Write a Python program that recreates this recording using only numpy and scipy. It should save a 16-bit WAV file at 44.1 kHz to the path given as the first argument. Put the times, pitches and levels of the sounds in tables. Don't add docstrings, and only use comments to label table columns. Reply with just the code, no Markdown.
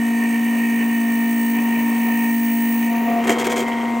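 import sys
import numpy as np
from scipy import signal
from scipy.fft import rfft, irfft
from scipy.io import wavfile
from scipy.ndimage import uniform_filter1d

SR = 44100
rng = np.random.default_rng(int(sys.argv[2]) if len(sys.argv) > 2 else 0)


def dump_mix(stems):
    frames = np.atleast_2d(stems).T
    limited = np.clip(frames, -1, 1)
    pcm = np.round(limited * 32767).astype(np.int16)
    wavfile.write(sys.argv[1], SR, pcm)


N = 176400

# time_s, speed_hz
SPINDLE_SPEED = [(0, 231.9), (2.0, 231.7), (2.85, 232.0), (3.25, 232.7), (3.42, 234.1), (4, 233.6)]
# time_s, level_db
CUTTER_LOAD = [(0, -34), (0.6, -35.5), (1.2, -34), (1.6, -37), (2.8, -36.5)]
# spin_multiple, whirl_multiple, relative_db
WHINE_TONES = [(1, 2, -16), (2, 0, -14), (4, 3, -17.5), (8, -1, -4.5), (8, 0, 0), (8, 1, -13), (9, -1, -18),
               (10, -1, -18), (10, 0, -11), (11, 0, -13.5), (13, -1, -16)]
# centre_s, half_width_s, gain_db
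SURGES = [(0.23, 0.015, 4.5), (0.65, 0.013, 3), (0.822, 0.018, 7), (1.58, 0.042, 3), (1.78, 0.07, 5),
          (2.14, 0.025, 2)]
# start_s, third_harmonic_db, fourth_harmonic_db, feed_db, drag_0_to_1
TRAVEL = [(0, -42, -39, -41, 0.35), (0.17, -49, -40, -41.5, 0.86), (0.97, -40, -37.5, -39.5, .02),
          (1.54, -47, -34, -41, 0.98), (1.88, -54, -34, -38.5, 0.9), (2.31, -40.5, -37.5, -43, 0.06),
          (2.74, -43, -35, -38, 0.82), (2.9, -31.5, -33, -38.5, 0.95), (3.071, -22.5, -36, -35, 0.6),
          (3.215, -30.5, -35.5, -39, 0.8), (3.34, -33.5, -33.5, -60, 0.2), (3.66, -34.5, -31.5, -58, 0.2)]
# frequency_hz, relative_db
SCRAPE_EQ = [(40, -27.5), (200, 0), (830, -7), (1000, -1.5), (1250, -19.5), (1650, -13.5), (1830, 11.5),
             (2050, -6), (2350, 2), (2950, -4.5), (3400, -29), (16000, -47.5)]
# time_s, level_db
FRAME_LEVEL = [(1.12, -34.5), (1.47, -34.5), (1.6, -30), (1.73, -42), (1.87, -29.5), (2.02, -39),
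               (2.19, -33), (2.85, -34.5), (2.95, -46)]
# frequency_hz, relative_db
FEED_EQ = [(100, -21.5), (285, 1.5), (600, 0.5), (740, 8.5), (830, -18), (1030, 1.5), (1400, -9),
           (8000, -46.5)]
# frequency_hz, relative_db
SWARF_EQ = [(1500, -18.5), (4650, -2.5), (5100, -13), (6300, 4.5), (7100, -12), (8200, -6), (11250, 6.5),
            (12900, -0.5), (15400, 5.5)]
# time_s, level_db
SHAKE_LEVEL = [(2.8, -53), (3.08, -38), (3.2, -31), (3.288, -23), (3.624, -25), (3.646, -26.5), (3.97, -30)]
# frequency_hz, relative_db
RUMBLE_EQ = [(35, -64), (135, -18), (200, -14), (295, -1.5), (495, -8), (574, -16.5), (703, -9.5),
             (9000, -44.5)]
# spin_multiple, whirl_multiple, relative_db
JUDDER_TONES = [(0, 3, -6), (2, 0, -11), (1, 2, -5), (4, 1, -11), (5, 1, -19), (8, 3, -15), (12, 3, -20)]
# start_s, length_s, level_db
BURSTS = [(3.238, 0.01, -29), (3.269, 0.01, -23.5), (3.292, 0.0054, -17), (3.302, 0.0056, -24),
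          (3.314, 0.024, -29.5), (3.383, 0.038, -25), (3.441, 0.018, -24), (3.465, 0.0066, -21),
          (3.496, 0.012, -25), (3.516, 0.014, -24), (3.558, 0.039, -24.5), (3.601, 0.029, -30.5),
          (3.675, 0.012, -33)]
# frequency_hz, relative_db
CRUNCH_EQ = [(100, -7), (400, 17.5), (900, -3.5), (2200, 10), (2900, -0.5), (3200, 8.5), (3700, -5),
             (5200, -6.5), (6700, 0.5), (15500, -11)]
# start_s, length_s, level_db
RUBS = [(3.657, 0.029, -35), (3.714, .026, -32), (3.763, 0.023, -37), (3.808, .013, -33.5),
        (3.845, 0.014, -35), (3.88, 0.011, -39)]
# frequency_hz, relative_db
RUB_EQ = [(1500, -16), (1900, -5), (2120, 5), (2400, -10), (2950, -8), (3200, -1), (3500, -30), (6000, -30),
          (12000, -32)]
# spin_multiple, whirl_multiple, level_db
STEADY_CHATTER_TONES = [(4, 1, -39), (5, 0, -45), (8, 0, -38.5), (8, 1, -44), (9, 0, -39)]
# pitch_hz, relative_db, t60_s
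CLAMP_MODES = [(367, -7, 0.093), (691, 5, 0.11), (1320, -14, .04), (1760, 2.5, 0.053), (2400, -6, 0.033)]
# spin_multiple, whirl_multiple, level_db
GROWL_TONES = [(3, 1, -43.5), (4, 1, -47.5), (5, -1, -57.5), (8, 1, -45), (10, -1, -45)]
# time_s, level_db
GROAN_LEVEL = [(2.85, -58), (2.94, -34.5), (3.05, -40), (3.08, -28), (3.19, -32.5), (3.25, -38),
               (3.33, -51)]
# spin_multiple, whirl_multiple, relative_db
GROAN_TONES = [(1, 1, 0), (2, 0, -9.5), (2, 1, -9), (3, 1, -12), (5, 0, -11), (8, 0, -3.5)]
# frequency_hz, relative_db
RASP_EQ = [(60, -19), (140, -9), (220, 7), (370, -4), (510, 5), (620, -9), (740, 6), (860, -21), (1080, -6),
           (1500, -15), (2000, -1), (2700, -6.5), (3400, -23), (9000, -42)]
# time_s, relative_db
SQUEAL_LEVEL = [(0, -55), (0.25, -46), (1.5, -35), (1.6, -40), (2.7, -30.5), (2.92, -40), (3.3, -51)]
# pitch_hz, relative_db
SQUEAL_PARTIALS = [(13820, -17), (14283, -14), (14746, -5.5), (15210, -3), (15673, -12)]
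# start_s, end_s, relative_db
WHISTLES = [(0, 0.8, -53.5), (0.85, 1.28, -52.5), (1.287, 1.534, -50.5), (1.846, 1.998, -50.5),
            (2.176, 2.436, -51), (2.437, 2.75, -50.5)]
# pitch_hz, relative_db
WHISTLE_PARTIALS = [(4584, -11), (5511, -10), (6438, -5.5), (7364, -7), (8291, 3.5), (9218, -3.5)]
# time_s, level_db
HUM_LEVEL = [(0.05, -18.5), (2.86, -18.5), (3.32, -21.5), (3.34, -24), (3.49, -26), (3.95, -21.5)]
# frequency_hz, relative_db
AIR_EQ = [(30, -69), (55, -3), (400, 2.5), (1400, -8), (2200, 4.5), (5000, -16), (6500, -10), (15500, -14)]
# frequency_hz, relative_db
ROOM_EQ = [(40, -17), (200, 10.5), (700, 4), (1200, 5.5), (1900, 11), (2400, 3), (4000, -26), (16000, -56)]
# frequency_hz, left_lead_rad
PORT_PHASE = [(0, 0), (750, .5), (930, -.4), (1290, 1.1), (1600, 0), (1730, 2.2), (1797, .8), (1855, -.7),
              (1950, -.6), (2100, 0), (8900, 0), (9150, -1.4), (9800, -3.1), (10550, -3.2), (11750, -6.3),
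              (12350, -6.3), (13200, -9.3), (14100, -9.5), (15250, -12.2), (15800, -12.6)]
# frequency_hz, left_minus_right_db
PORT_BALANCE = [(100, .6), (400, .7), (780, 2), (930, 7.5), (1150, 3), (1600, 4), (1810, -3.5), (2200, 0)]

FLUTES, TURNS_PER_WHIRL = 4, 4
DRAG_WHIRL_HZ, CHATTER_WHIRL_HZ = 37.5, 126.5


def milling(spin, whirl, scrape_db=-36.5, frame_hz=284):
    rough = drag()
    surge_db = sum(db * np.exp(-((clock() - at) / width) ** 2) for at, width, db in SURGES)
    grain = clatter(whirl, grit=.35 + .5 * rough)
    grain *= bites(spin, sharp=.12) * bites(FLUTES * spin, sharp=.63) * bites(whirl, sharp=.12)
    scrape = colour(grain, SCRAPE_EQ) * undb(scrape_db + .84 * surge_db + 2 * rough + 1.4 * drift(25.76))
    frame = np.sqrt(2) * undb(curve(FRAME_LEVEL)) * np.sin(turning(frame_hz + 3.3 * drift(30.66)))
    sway = (.1 + .43 * rough) * drift(40.27) / (2 * FLUTES)
    whine_db = curve(CUTTER_LOAD) + surge_db + .8 * (1 + rough) * drift(29.82)
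    whine = undb(whine_db) * tones(WHINE_TONES, spin + sway, whirl)
    return (scrape + frame) * fade(3.37, .15) + whine * fade(2.93, .34)


def feed(whirl):
    level_db = travel(column=3) + 2.4 * drift(22.07)
    return undb(level_db) * colour(clatter(whirl, grit=.5), FEED_EQ)


def swarf(spin, whirl, hiss_db=-41.5, chips_db=-39.5, chips_per_s=500):
    tearing = clatter(whirl, grit=.85)
    tearing *= bites(2 * spin, sharp=.22) * bites(spin, sharp=.11) * bites(whirl, sharp=.28)
    sizes = undb(2.5 * np.minimum(rng.exponential(size=N), 4))
    ticks = (rng.random(N) < chips_per_s / SR) * sizes
    hiss = undb(hiss_db + 2 * drift(28)) * colour(tearing, SWARF_EQ)
    chips = undb(chips_db) * colour(ticks, SWARF_EQ)
    return (hiss + chips) * fade(3.16, .66)


def chatter(spin, whirl, rumble_db=-2.5):
    rattle = clatter(whirl, grit=.6, harmonics=174) * bites(whirl, sharp=.57) * bites(spin, sharp=.73)
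    rumble = undb(rumble_db) * colour(rattle, RUMBLE_EQ) * (1 - fade(2.7, .25))
    judder = tones(JUDDER_TONES, spin, whirl) * (1 - fade(3.23, .095))
    judder *= .39 + .61 * fade(3.64, .025)
    shaking = undb(curve(SHAKE_LEVEL)) * (rumble + judder)
    blows = rng.standard_normal(N) * bites(FLUTES * spin, sharp=.9) * bites(whirl, sharp=.084)
    blows *= undb(1.6 * drift(600))
    crunch = contacts(BURSTS) * colour(blows, CRUNCH_EQ)
    rubs = contacts(RUBS) * colour(blows, RUB_EQ)
    steady = tones(STEADY_CHATTER_TONES, spin, whirl) * (1 - fade(3.23, .1))
    return shaking + crunch + rubs + steady


def knock(start_s=3.2935, level_db=-21):
    age = np.maximum(clock() - start_s, 0)
    ring = 0
    for hz, db, t60 in CLAMP_MODES:
        envelope = np.minimum(age * hz, 1) * np.exp(-np.log(1000) * age / t60)
        ring += undb(db) * envelope * np.cos(2 * np.pi * hz * age)
    return undb(level_db) * ring


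def dragging(spin, whirl, rasp_db=-2):
    growl = drag() * tones(GROWL_TONES, spin, whirl)
    grain = clatter(whirl, grit=.5, harmonics=300) * bites(whirl, sharp=.36) * bites(spin, sharp=.31)
    groan = tones(GROAN_TONES, spin, whirl) + undb(rasp_db) * colour(grain, RASP_EQ)
    return growl + undb(curve(GROAN_LEVEL)) * groan


def metal_ring(partials, level_db, whirl):
    waver = (.62 + .6 * drag()) * (drift(39.5) + .5 * drift(400)) + 2 * drift(4.2)
    ring = sum(undb(db) * np.sin(2 * np.pi * hz * clock() + waver) for hz, db in partials)
    return np.sqrt(2) * ring * undb(level_db + 1.4 * drift(45.57)) * bites(whirl, sharp=.31)


def squeal(whirl, trim_db=1.5):
    return metal_ring(SQUEAL_PARTIALS, curve(SQUEAL_LEVEL) + trim_db, whirl) * fade(3.27, .35)


def whistle(whirl, trim_db=2.5):
    t = clock()
    level_db = -75 + 20 * fade(2.92, .06)
    for start, end, db in WHISTLES:
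        level_db[(t > start) & (t <= end)] = db
    return metal_ring(WHISTLE_PARTIALS, uniform_filter1d(level_db, size=600) + trim_db, whirl)


def hum(spin, flicker_db=1.02, waver_rad=.051):
    sound = undb(curve(HUM_LEVEL)) * np.sin(spin)
    for column, harmonic in ((1, 3), (2, 4)):
        gain = undb(travel(column) + flicker_db * drift(30))
        sound += gain * np.sin(harmonic * spin + waver_rad * drift(30))
    return np.sqrt(2) * sound


def motor_air(level_db=-40):
    return undb(level_db) * colour(rng.standard_normal(N), AIR_EQ)


def room(level_db=-44):
    return undb(level_db) * np.array([colour(rng.standard_normal(N), ROOM_EQ) for _ in range(2)])


def travel(column):
    rows = np.array(TRAVEL)
    stretch = np.searchsorted(rows[:, 0], clock(), side="right") - 1
    return uniform_filter1d(rows[stretch, column], int(.0067 * SR))


def drag():
    return travel(column=4)


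def tones(table, spin, whirl, flicker_db=1.6, waver_rad=.28):
    sound = 0
    for turns, whirls, db in table:
        angle = turns * spin + whirls * whirl + 2 * np.pi * rng.random()
        sound += undb(db + flicker_db * drift(25.05)) * np.sin(angle + waver_rad * drift(30.2))
    return np.sqrt(2) * sound


def clatter(angle, grit, harmonics=380):
    shape = irfft(np.r_[0, np.exp(2j * np.pi * rng.random(harmonics))], 16 * harmonics)
    loop = np.interp(angle / (2 * np.pi) % 1, np.linspace(0, 1, len(shape)), shape)
    return np.sqrt(1 - grit ** 2) * unit(loop) + grit * rng.standard_normal(N)


def bites(angle, sharp):
    return unit(np.exp(sharp * np.cos(angle)))


def contacts(table, attack_s=.0038, decay_s=.0077):
    t, envelope = clock(), 0
    for start, length, db in table:
        rise = np.clip((t - start) / attack_s, 0, 1)
        envelope += undb(db) * rise * np.exp(-np.maximum(t - start - length, 0) / decay_s)
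    return envelope


def colour(x, eq):
    hz, db = np.array(eq).T
    f = np.arange(N // 2 + 1) * SR / N
    gain = undb(np.interp(np.log(f + 1), np.log(hz), db))
    cepstrum = irfft(np.log(gain), N)
    cepstrum[1:N // 2] *= 2
    cepstrum[N // 2 + 1:] = 0
    return unit(irfft(rfft(x) * np.exp(rfft(cepstrum)), N))


def drift(rate_hz):
    hold = int(SR / rate_hz)
    steps = np.repeat(rng.standard_normal(N // hold + 2), hold)
    return unit(uniform_filter1d(uniform_filter1d(steps, hold), hold)[:N])


def fade(centre_s, length_s):
    return .5 - .5 * np.sin(np.pi * np.clip((clock() - centre_s) / length_s, -.5, .5))


def curve(table):
    return np.interp(clock(), *np.array(table).T)


def turning(hz):
    return 2 * np.pi * np.cumsum(hz) / SR


def clock():
    return np.arange(N) / SR


def undb(db):
    return 10 ** (np.asarray(db) / 20)


def unit(x):
    return x / np.sqrt(np.mean(x ** 2))


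def stereo_ports(mono):
    f = np.arange(N // 2 + 1) * SR / N
    lead = np.interp(f, *np.array(PORT_PHASE).T)
    balance_db = np.interp(f, *np.array(PORT_BALANCE).T)
    left = undb(balance_db / 2) * np.exp(.5j * lead)
    return irfft(rfft(mono) * np.array([left, 1 / left]), N)


def scene():
    spin = turning(curve(SPINDLE_SPEED) + .1486 * drift(12))
    cut_whirl = spin / TURNS_PER_WHIRL + .037 * (.11 + drag()) * drift(15)
    chatter_whirl = turning(CHATTER_WHIRL_HZ + .704 * drift(20))
    machine = hum(spin) + feed(cut_whirl) + milling(spin, cut_whirl) + swarf(spin, cut_whirl)
    machine += chatter(spin, chatter_whirl) + knock()
    drag_whirl = turning(DRAG_WHIRL_HZ + 1.5 * drift(20))
    machine += dragging(spin, drag_whirl) + squeal(cut_whirl) + whistle(cut_whirl) + motor_air()
    return stereo_ports(machine) + room()


def record(dry):
    cutoff_hz = 15850
    return signal.sosfilt(signal.ellip(12, .2, 80, cutoff_hz, fs=SR, output="sos"), dry)


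dry = scene()
out = record(dry)
dump_mix(out)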